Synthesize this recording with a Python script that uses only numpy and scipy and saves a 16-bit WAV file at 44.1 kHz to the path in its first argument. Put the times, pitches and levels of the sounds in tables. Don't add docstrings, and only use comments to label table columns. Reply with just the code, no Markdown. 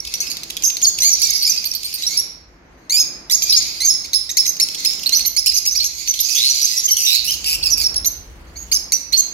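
import sys
import numpy as np
from scipy import signal
from scipy.fft import rfft, irfft, next_fast_len
from scipy.io import wavfile
from scipy.ndimage import uniform_filter1d, minimum_filter1d, map_coordinates

SR = 44100
rng = np.random.default_rng(int(sys.argv[2]) if len(sys.argv) > 2 else 0)


def volts_from_db(level):
    exponent = np.asarray(level, float) / 20
    return 10 ** exponent


def bounce(signal):
    frames = np.transpose(np.atleast_2d(signal))
    limited = np.clip(frames, -1, 1)
    pcm = np.round(limited * 32767).astype(np.int16)
    wavfile.write(sys.argv[1], SR, pcm)


N = 411453


def unit(x):
    return x / np.sqrt(np.mean(x ** 2) + 1e-20)


def along(points, hz):
    f, v = np.transpose(points)
    return np.interp(np.log(hz + 1), np.log(f + 1), v)


def curves(rows):
    s, *cols = np.transpose(rows)
    return [np.interp(np.arange(N) / SR, s, c) for c in cols]


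def wobble(size, rate):
    count = size // 8 + 8
    knots = rng.standard_normal(max(count, 3000))[:count]
    return map_coordinates(knots, [np.arange(size) * min(rate / SR, 1 / 8)])


def filtered(x, response):
    m = next_fast_len(N + SR // 2)
    spectrum = rfft(x, m) * response(np.fft.rfftfreq(m, 1 / SR))
    return irfft(spectrum, m)[..., :N]


# (frequency [Hz], gain [dB])
BEAK_GAIN = [(880, -84), (1500, -66), (1940, -12), (2210, -15.5), (3380, -3), (4240, -3), (4970, -0.5),
             (5380, -4.5), (6700, -5.5), (8160, -19), (9470, -17), (12400, -15.5), (16000, -31)]


def syrinx(pitch_hz, tilt_db, jitter, flutter_db, breath, wander=0.01126):
    size = len(pitch_hz)
    pitch_hz = pitch_hz * (1 + jitter * wobble(size, rate=900) + wander * wobble(size, rate=70))
    k = np.arange(1, 9)[:, None]
    gain_db = along(BEAK_GAIN, np.abs(k * pitch_hz)) + tilt_db * np.log2(k)
    gain = volts_from_db(gain_db) * (k * pitch_hz < SR / 2)
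    gain = gain * volts_from_db(rng.normal(0, 2, k.shape))
    gain = gain / gain.mean(axis=1).max()
    turns = k * np.cumsum(pitch_hz) / SR + rng.random(k.shape)
    tone = np.sum(gain * np.sin(2 * np.pi * turns), axis=0)
    flutter = volts_from_db(flutter_db * wobble(size, rate=272))
    return np.sqrt(2) * tone * flutter * (1 + breath * wobble(size, rate=3500))


# (time [s], left-right level [dB])
PHONE_TURN = [(0.0, -3.5), (1.2, -4.5), (1.7, -4.5), (2.2, -3.5), (3.7, -2.5), (4.2, -3), (5.1, -6),
              (7.7, -5), (8.2, -5), (9.33, -7.5)]


def add(out, sound, s):
    pan_db = np.interp(s, *np.transpose(PHONE_TURN)) + rng.normal(0, 2.7)
    left = round(s * SR)
    right = left + rng.integers(14, 23)
    out[0, left:][:len(sound)] += volts_from_db(pan_db / 2) * sound
    out[1, right:][:len(sound)] += volts_from_db(-pan_db / 2) * sound


def notes(rows, scoop, crack, jitter, flutter_db, breath, snap=0, fade_db=0):
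    out, last_s, last_hz = np.zeros((2, N + SR)), -1, 1
    for s, length, start_hz, end_hz, db, tilt_db in rows:
        u = np.linspace(0, 1, max(round(length * SR), 32))
        fresh = s - last_s > .006 or abs(start_hz / last_hz - 1) > .06
        onset = fresh * np.exp(-u * length / 0.00418)
        leap = snap * (length < .016) * np.exp((u - 1) * length / .0025)
        pitch_hz = (start_hz + (end_hz - start_hz) * u) * (1 - scoop * onset + leap)
        opening = np.minimum(1, u * length / 0.001)
        closing = np.sqrt(np.clip((1 - u) * 5, 0, 1)) * volts_from_db(fade_db * u)
        unsteady = jitter + crack * onset + leap / 2
        voice = syrinx(pitch_hz, tilt_db, unsteady, flutter_db, breath)
        add(out, volts_from_db(db) * opening * closing * voice, s)
        last_s, last_hz = s + length, end_hz
    return out[:, :N]


# (time [s], length [s], start pitch [Hz], end pitch [Hz], level [dB])
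SQUEAKS = [(.206, 0.024, 2220, 2230, -27), (.27, 0.018, 2553, 2580, -29), (1.02, 0.026, 2030, 2150, -17.5),
           (1.045, 0.045, 2230, 2320, -17), (1.245, 0.049, 2350, 2290, -34),
           (1.465, 0.038, 2280, 2460, -20.5), (2.11, 0.066, 2117, 2385, -30),
           (2.896, 0.035, 2076, 2310, -21.5), (2.923, 0.017, 2453, 2320, -19),
           (2.94, 0.03, 2340, 2416, -17), (2.966, .028, 2443, 2634, -15.5),
           (3.297, 0.019, 1834, 2136, -23.5), (3.46, 0.064, 2380, 2660, -29),
           (3.62, 0.011, 2120, 2040, -27), (3.803, 0.068, 2037, 2380, -22),
           (4.043, 0.0108, 2100, 2100, -32), (5.122, 0.026, 2164, 2270, -18.5),
           (5.52, 0.0074, 2160, 2250, -26), (6.893, 0.016, 2214, 2116, -28), (6.88, 0.017, 3170, 3050, -22),
           (7.275, 0.037, 2750, 3160, -24.5), (7.637, 0.039, 2738, 2510, -20.5),
           (8.557, 0.024, 2230, 2350, -37.5), (9.122, 0.012, 2017, 2100, -24)]
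# (time [s], low pitch [Hz], high pitch [Hz], whistle length [s], level [dB])
CHIRPS = [(1.215, 2266, 5650, 0.02, -10), (3.312, 2260, 5480, 0.0286, -12.5),
          (4.132, 2058, 5270, 0.028, -13.5), (4.292, 1857, 6420, 0.02, -23.5),
          (4.369, 2083, 5320, 0.033, -11.5), (4.454, 2014, 6220, 0.043, -18.5),
          (4.598, 2134, 5340, 0.0315, -13), (4.848, 2195, 5310, 0.021, -12.5),
          (5.364, 2234, 5380, 0.023, -13), (5.46, 2480, 5415, .014, -11), (5.652, 2220, 5840, 0.026, -17),
          (5.75, 2263, 5670, 0.02, -17.5), (5.83, 2283, 5760, 0.0352, -20), (8.715, 2224, 6280, 0.028, -15),
          (8.92, 2116, 5970, 0.039, -17)]
# (time [s], low pitch [Hz], high pitch [Hz], whistle length [s], level [dB])
SHRIEKS = [
    (5.248, 2100, 6130, 0.027, -18),
    (5.555, 2253, 5780, 0.022, -20.5),
    (6.19, 1873, 6210, 0.019, -18.5),
    (8.045, 2104, 6180, 0.03, -21),
]


def squeaks():
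    length_s, rise, quieter_db = 0.015, 0.039, -2.4
    leads = [(s, length_s, low, low * (1 + rise), db + quieter_db)
             for s, low, high, hold, db in CHIRPS + SHRIEKS]
    return [(*row, 4 + 0.37 * (row[-1] + 13.5)) for row in sorted(SQUEAKS + leads)]


# (time [s], length [s], pitch [Hz], level [dB])
PIPES = [(.001, 0.005, 5800, -20), (.14, 0.022, 5900, -25.5), (.203, 0.014, 6000, -15.5),
         (.866, 0.027, 6820, -12.5), (1.003, 0.038, 6080, -14.5), (1.045, 0.055, 6710, -12.5),
         (1.128, .014, 5500, -15), (1.15, 0.0062, 5970, -11), (1.245, 0.01, 7360, -18),
         (1.27, 0.0057, 6740, -16), (1.295, 0.0081, 5230, -12.5), (1.303, 0.0095, 6600, -15),
         (1.33, 0.011, 5550, -20), (1.408, 0.011, 4720, -21), (1.447, 0.018, 5410, -15),
         (1.465, 0.025, 5100, -18), (1.518, 0.0076, 5520, -15), (1.575, 0.014, 4850, -17),
         (1.712, 0.0073, 5750, -22), (2.03, 0.031, 4030, -26), (2.065, 0.024, 5625, -15.5),
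         (2.14, 0.043, 4710, -34.5), (2.172, 0.037, 5590, -16), (2.99, 0.041, 5164, -13),
         (2.995, 0.025, 6520, -11.5), (3.346, 0.012, 6480, -8.5), (3.499, 0.034, 5350, -11),
         (3.564, 0.036, 6670, -15.5), (3.62, 0.037, 5830, -30),
         (5.125, .024, 4350, -16), (5.147, 0.042, 6020, -16), (5.148, 0.024, 5350, -15.5),
          (5.472, 0.011, 4320, -14), (5.491, 0.013, 5084, -11.5), (5.204, 0.014, 4430, -16.5),
          (5.575, 0.015, 4990, -15), (5.671, 0.028, 5180, -17), (5.841, 0.038, 6570, -21),
          (5.773, 0.022, 5050, -19), (5.797, 0.034, 4276, -20), (6.235, 0.033, 6240, -24.5),
          (6.306, 0.024, 5970, -25), (6.555, 0.0082, 6030, -24), (6.643, 0.015, 6430, -12),
          (6.834, 0.0094, 4110, -35), (6.837, 0.023, 6320, -22), (6.853, 0.015, 6380, -15),
          (6.967, 0.064, 5910, -24.5), (7.023, 0.032, 6020, -22), (7.308, 0.024, 5260, -24.5),
          (7.335, .012, 4580, -24), (7.443, 0.039, 4800, -23), (7.627, 0.014, 4610, -18.5),
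          (7.664, 0.021, 5170, -17), (7.8, 0.022, 4870, -18.5), (8.056, .026, 6090, -18),
          (8.566, 0.082, 6560, -36.5), (9.129, 0.036, 4270, -15), (9.171, 0.04, 6430, -10)]
# (time [s], length [s], middle pitch [Hz], level [dB])
FALLS = [(.228, .012, 6450, -34.5), (.636, 0.012, 6300, -4), (.649, .01, 5460, -18.5),
         (.825, 0.024, 6700, -12), (.843, 0.0053, 5660, -14), (.848, 0.015, 4420, -13),
         (1.1, .05, 6010, -16.5), (1.232, 0.035, 5740, -29.5), (1.345, 0.026, 5010, -19.5),
         (1.496, 0.012, 6240, -10), (3.562, 0.023, 5410, -12.5), (3.847, 0.0245, 6350, -14),
         (3.873, 0.027, 6530, -11), (3.894, 0.021, 5450, -9), (6.081, 0.038, 6120, -16.5),
         (6.347, 0.045, 6130, -19.5), (6.496, 0.031, 5980, -17.5), (6.614, 0.037, 5720, -16.5),
         (6.767, 0.04, 5780, -17.5), (6.908, .036, 5750, -14), (7.05, 0.04, 5900, -18.5),
         (7.703, 0.018, 6400, -20.5), (7.716, 0.034, 5680, -16.5), (7.84, 0.037, 5455, -15),
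         (7.958, 0.031, 5390, -15), (8.751, 0.025, 5450, -13.5)]
# (time [s], length [s], middle pitch [Hz], level [dB])
RISES = [(.661, 0.028, 6500, -14), (1.225, 0.027, 4630, -30), (1.423, 0.021, 4520, -17.5),
         (2.11, 0.027, 6140, -35), (2.972, 0.013, 6200, -21), (3.325, .02, 6260, -20),
         (3.425, .022, 6270, -18), (3.494, 0.014, 5850, -18), (3.524, 0.02, 4380, -11.5),
         (3.546, 0.0085, 4900, -8), (5.06, 0.0198, 4230, -16), (5.392, 0.0091, 6000, -20),
         (5.539, 0.052, 6300, -22), (5.71, .03, 6150, -18.5), (8.721, 0.017, 4965, -19.5),
         (9.162, .009, 4730, -19)]


def whistles():
    break_s = 0.011
    tops, shrieks = ([(s + break_s, hold, high, db) for s, low, high, hold, db in rows]
                     for rows in (CHIRPS, SHRIEKS))
    # (whistles, glide as a share of pitch, brightness [dB per octave])
    kinds = [(peeps(), 0.069, 8.5), (shrieks, 0.036, 12.3), (tops, -0.032, 1),
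             (PIPES, 0.015, -2.5), (FALLS, -0.07, 0.027), (RISES, 0.06, 1)]
    return sorted((s, length, hz * (1 - glide / 2), hz * (1 + glide / 2), db, tilt_db)
                  for rows, glide, tilt_db in kinds for s, length, hz, db in rows)


# (time [s], peak level [dB])
TICKS = [(0.0502, -13.5), (0.074, -14.5), (0.141, -7.5), (0.2684, -14.5), (0.3702, -10), (.624, -14.5),
         (0.818, -7.5), (0.91, -32), (.978, -20), (0.988, -7), (1.358, -27), (1.5646, -11.5), (3.423, -3),
         (4.0557, -13), (4.568, -22), (4.688, -9.5), (4.748, -12.5), (4.805, -19), (4.908, -18),
         (4.933, -13), (4.996, -17), (5.034, -11), (5.094, -6), (5.194, -10), (6.0762, -7.5), (6.1407, -7),
         (6.834, -15), (6.884, -30), (7.445, -13), (7.9428, -12.5)]
# (first time [s], gap [s], first level [dB], swell [dB per tick])
RUNS = [
    (.435, .067, -13.5, 1.3),
    (1.643, .0952, -11, .2),
]
RUN_COUNTS = (6, 5)


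def ticks():
    runs = [(s + k * gap, db + k * swell)
            for (s, gap, db, swell), count in zip(RUNS, RUN_COUNTS) for k in range(count)]
    rows = [(max(s - .002, 0), .01, 2300, 4000, db - 14, 2.5) for s, db in runs + TICKS]
    return notes(rows, scoop=0.06, crack=0.049, jitter=0.16, flutter_db=3, breath=0.77, fade_db=-12)


def peeps():
    first, gap = RUNS[-1][:2]
    after_s, length_s, pitch_hz, db = 0.0099, 0.024, 4520, -23.5
    return [(first + k * gap + after_s, length_s, pitch_hz, db) for k in range(RUN_COUNTS[-1] - 1)]


def chopped(tracks, beat, depth, **voice):
    out = np.zeros((2, N + SR))
    for rows in tracks:
        s, pitch_hz, db = np.transpose(rows)
        t = np.arange(s[0], s[-1], 1 / SR)
        turns = np.cumsum(beat * (1 + 0.067 * wobble(len(t), rate=43))) / SR
        chop = np.abs(np.sin(np.pi * turns)) ** depth
        closing = np.minimum(1, (s[-1] - t) / 0.021)
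        level = volts_from_db(np.interp(t, s, db) + 1.5)
        add(out, level * chop * closing * syrinx(np.interp(t, s, pitch_hz), **voice), s[0])
    return out[:, :N]


# (time [s], pitch [Hz], level [dB])
TRILLS = [
    [(6.35, 3280, -21), (6.4, 3670, -13.5), (6.46, 4290, -7), (6.54, 4520, -22), (6.75, 4970, -23)],
    [(7.06, 3677, -13), (7.11, 3940, -8.5), (7.16, 4283, -10), (7.2, 4450, -17), (7.24, 4450, -43)],
]


def trills():
    return chopped(TRILLS, beat=128, depth=7, tilt_db=-10, jitter=.018, flutter_db=1.5, breath=.2)


# (time [s], length [s], start pitch [Hz], end pitch [Hz], level [dB])
SQUAWKS = [
    (0.299, 0.043, 2282, 2310, -25),
    (6.286, 0.24, 2362, 2800, -27.5),
    (6.545, 0.25, 2310, 2505, -26),
    (6.966, .07, 2950, 2504, -20),
    (7.049, .13, 2740, 2455, -18),
    (7.244, 0.12, 2575, 3070, -24.5),
    (7.459, 0.11, 2596, 2610, -18.5),
    (7.654, 0.06, 2580, 2466, -22.5),
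    (7.772, 0.077, 2570, 2262, -20),
]


def squawks():
    fade_db = 0.5
    tracks = [[(s, start_hz, db), (s + length, end_hz, db - fade_db)]
              for s, length, start_hz, end_hz, db in SQUAWKS]
    return chopped(tracks, beat=150, depth=.9, tilt_db=4, jitter=.065, flutter_db=2, breath=.25, wander=.035)


# (time [s], level [dB])
FLOCK = [(0, -36.5), (.2, -28), (.45, -41.5), (1.19, -25.5), (1.25, -18.5), (1.7, -32), (2.15, -25),
         (2.25, -71), (3.3, -50), (3.45, -20.5), (4.4, -48.5), (4.8, -24.5), (5.4, -40), (6.3, -22),
         (7.4, -30.5), (8.06, -75), (8.52, -52), (9.33, -46)]


def flock(count=420):
    when, long, pitch, glide, loud, bright, high = rng.random((count, 7)).T
    s = (np.arange(count) + when) * N / SR / count
    start_hz = np.where(high > .45, 4100 + 2700 * pitch, 2050 + 500 * pitch)
    end_hz = start_hz * (.95 + 0.198 * glide)
    rows = np.transpose([s, 0.0088 + 0.0289 * long, start_hz, end_hz, 6 * loud, 6 * bright - 2.5])
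    calls = notes(rows, scoop=0.1052, crack=0.07, jitter=0.032, flutter_db=3.5, breath=.4)
    return volts_from_db(curves(FLOCK)[0]) * unit(calls)


# (frequency [Hz], time to fall 60 dB [s])
WALLS = [(2000, 0.82), (6000, 0.47), (12000, 0.32)]


def room(x, span=.4):
    out, step = np.zeros((2, N + 2 * SR)), round(span * SR)
    for i in range(0, N, step):
        hz, t, z = signal.stft(rng.standard_normal((2, SR * 3 // 4)), SR, nperseg=256)
        decay = volts_from_db(-60 * t / along(WALLS, hz)[:, None])
        tail = signal.istft(z * decay, SR, nperseg=256)[1]
        wet = signal.fftconvolve(x[:, i:i + step], tail / np.linalg.norm(tail[0]), axes=1)
        out[:, i + 130:][:, :wet.shape[1]] += wet
    return out[:, :N]


# (frequency [Hz], left-right level [dB])
SHADE = [(2500, 3), (6000, -1.5), (9000, 1.5), (12500, -3)]


def phone_ports(birds):
    def colour(hz):
        shade_db = along(SHADE, hz) * np.array([[.5], [-.5]])
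        notch_db = -3 * np.exp(-((hz - 7760) / 594) ** 2)
        return volts_from_db(shade_db + notch_db) / (1 + (1850 / (hz + 1)) ** 12)
    return filtered(birds, colour)


# (frequency [Hz], left-right likeness [-1 to 1])
ALIKE = [(60, 0.95), (240, 0.95), (950, 0.13), (3770, -0.18), (15000, 0.25)]


def rush(spectrum):
    def response(hz):
        turn = np.arccos(np.clip(along(ALIKE, hz), -1, 1)) / 2
        return volts_from_db(along(spectrum, hz)) * [np.cos(turn), np.sin(turn)]
    mid, side = filtered(rng.standard_normal((2, N)), response)
    return unit(np.array([mid + side, mid - side]))


# (time [s], level [dB])
FLIGHT = [
    (7.5, -96),
    (7.9, -61),
    (8.12, -52),
    (8.3, -55.5),
    (8.5, -59),
    (8.7, -50),
    (9.0, -85),
]
# (frequency [Hz], density [dB per Hz])
FEATHERS = [(880, -39), (1500, -28), (2880, -6), (6060, -22.5), (7610, -16), (16000, -21)]


def wings(beat=19):
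    turns = np.cumsum(beat * (1 + .15 * wobble(N, rate=5.3))) / SR
    flap = np.sin(2 * np.pi * turns)
    return volts_from_db(curves(FLIGHT)[0] + 2.5 * flap) * rush(FEATHERS)


# (time [s], rumble level [dB], air level [dB])
HOUSE = [(0, -50, -47.5), (.5, -53, -46.5), (1, -49.5, -47), (2.3, -53, -51.5), (2.65, -51.5, -48),
         (2.9, -57, -45.5), (3.6, -48, -45.5), (4.6, -55, -48), (5.2, -51.5, -45), (5.4, -47.5, -52.5),
         (7.1, -54.5, -50.5), (7.6, -39.5, -43.5), (8.3, -40, -46.5), (8.6, -40.5, -45.5), (9.33, -53, -47)]
# (frequency [Hz], density [dB per Hz])
RUMBLE = [(12, -35), (27, -10.5), (43, 0.5), (59, 6.5), (118, -12), (130, -7), (170, -58), (290, -120)]
# (frequency [Hz], density [dB per Hz])
AIR = [(65, -48.5), (110, -9.5), (157, 0.5), (233, -3.5), (353, -0.5), (376, -5), (1290, -10),
       (2120, -11.5), (3200, -23), (5530, -31.5), (9000, -50.5), (16000, -58.5)]


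def house():
    rumble_db, air_db = curves(HOUSE)
    rumble = volts_from_db(rumble_db + 1.4 * wobble(N, rate=18)) * rush(RUMBLE) * volts_from_db([[.8], [-.8]])
    air = volts_from_db(air_db + 1.62 * wobble(N, rate=4.5)) * rush(AIR)
    return rumble + air


def scene():
    near = notes(squeaks(), scoop=.04, crack=.05, jitter=.01, flutter_db=2, breath=.18, snap=.35)
    near += notes(whistles(), scoop=.06, crack=.05, jitter=.014, flutter_db=3.2, breath=.18)
    near += trills()
    near += squawks()
    near += ticks()
    far = flock()
    echo = room(volts_from_db(-8.0) * near + volts_from_db(-1.0) * far)
    birds = near + volts_from_db(-10) * far + echo
    return phone_ports(birds) + wings() + house()


def band_limit(x):
    return signal.sosfilt(signal.butter(12, 16470, fs=SR, output="sos"), x)


def record(dry):
    need = np.minimum(1, .95 / (np.abs(dry).max(axis=0) + 1e-9))
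    gain = uniform_filter1d(minimum_filter1d(need, size=177), size=89)
    mix = filtered(dry * gain, lambda hz: 1 / (1 + (hz / 15950) ** 80))
    return band_limit(mix)


dry = scene()
out = record(dry)
bounce(out)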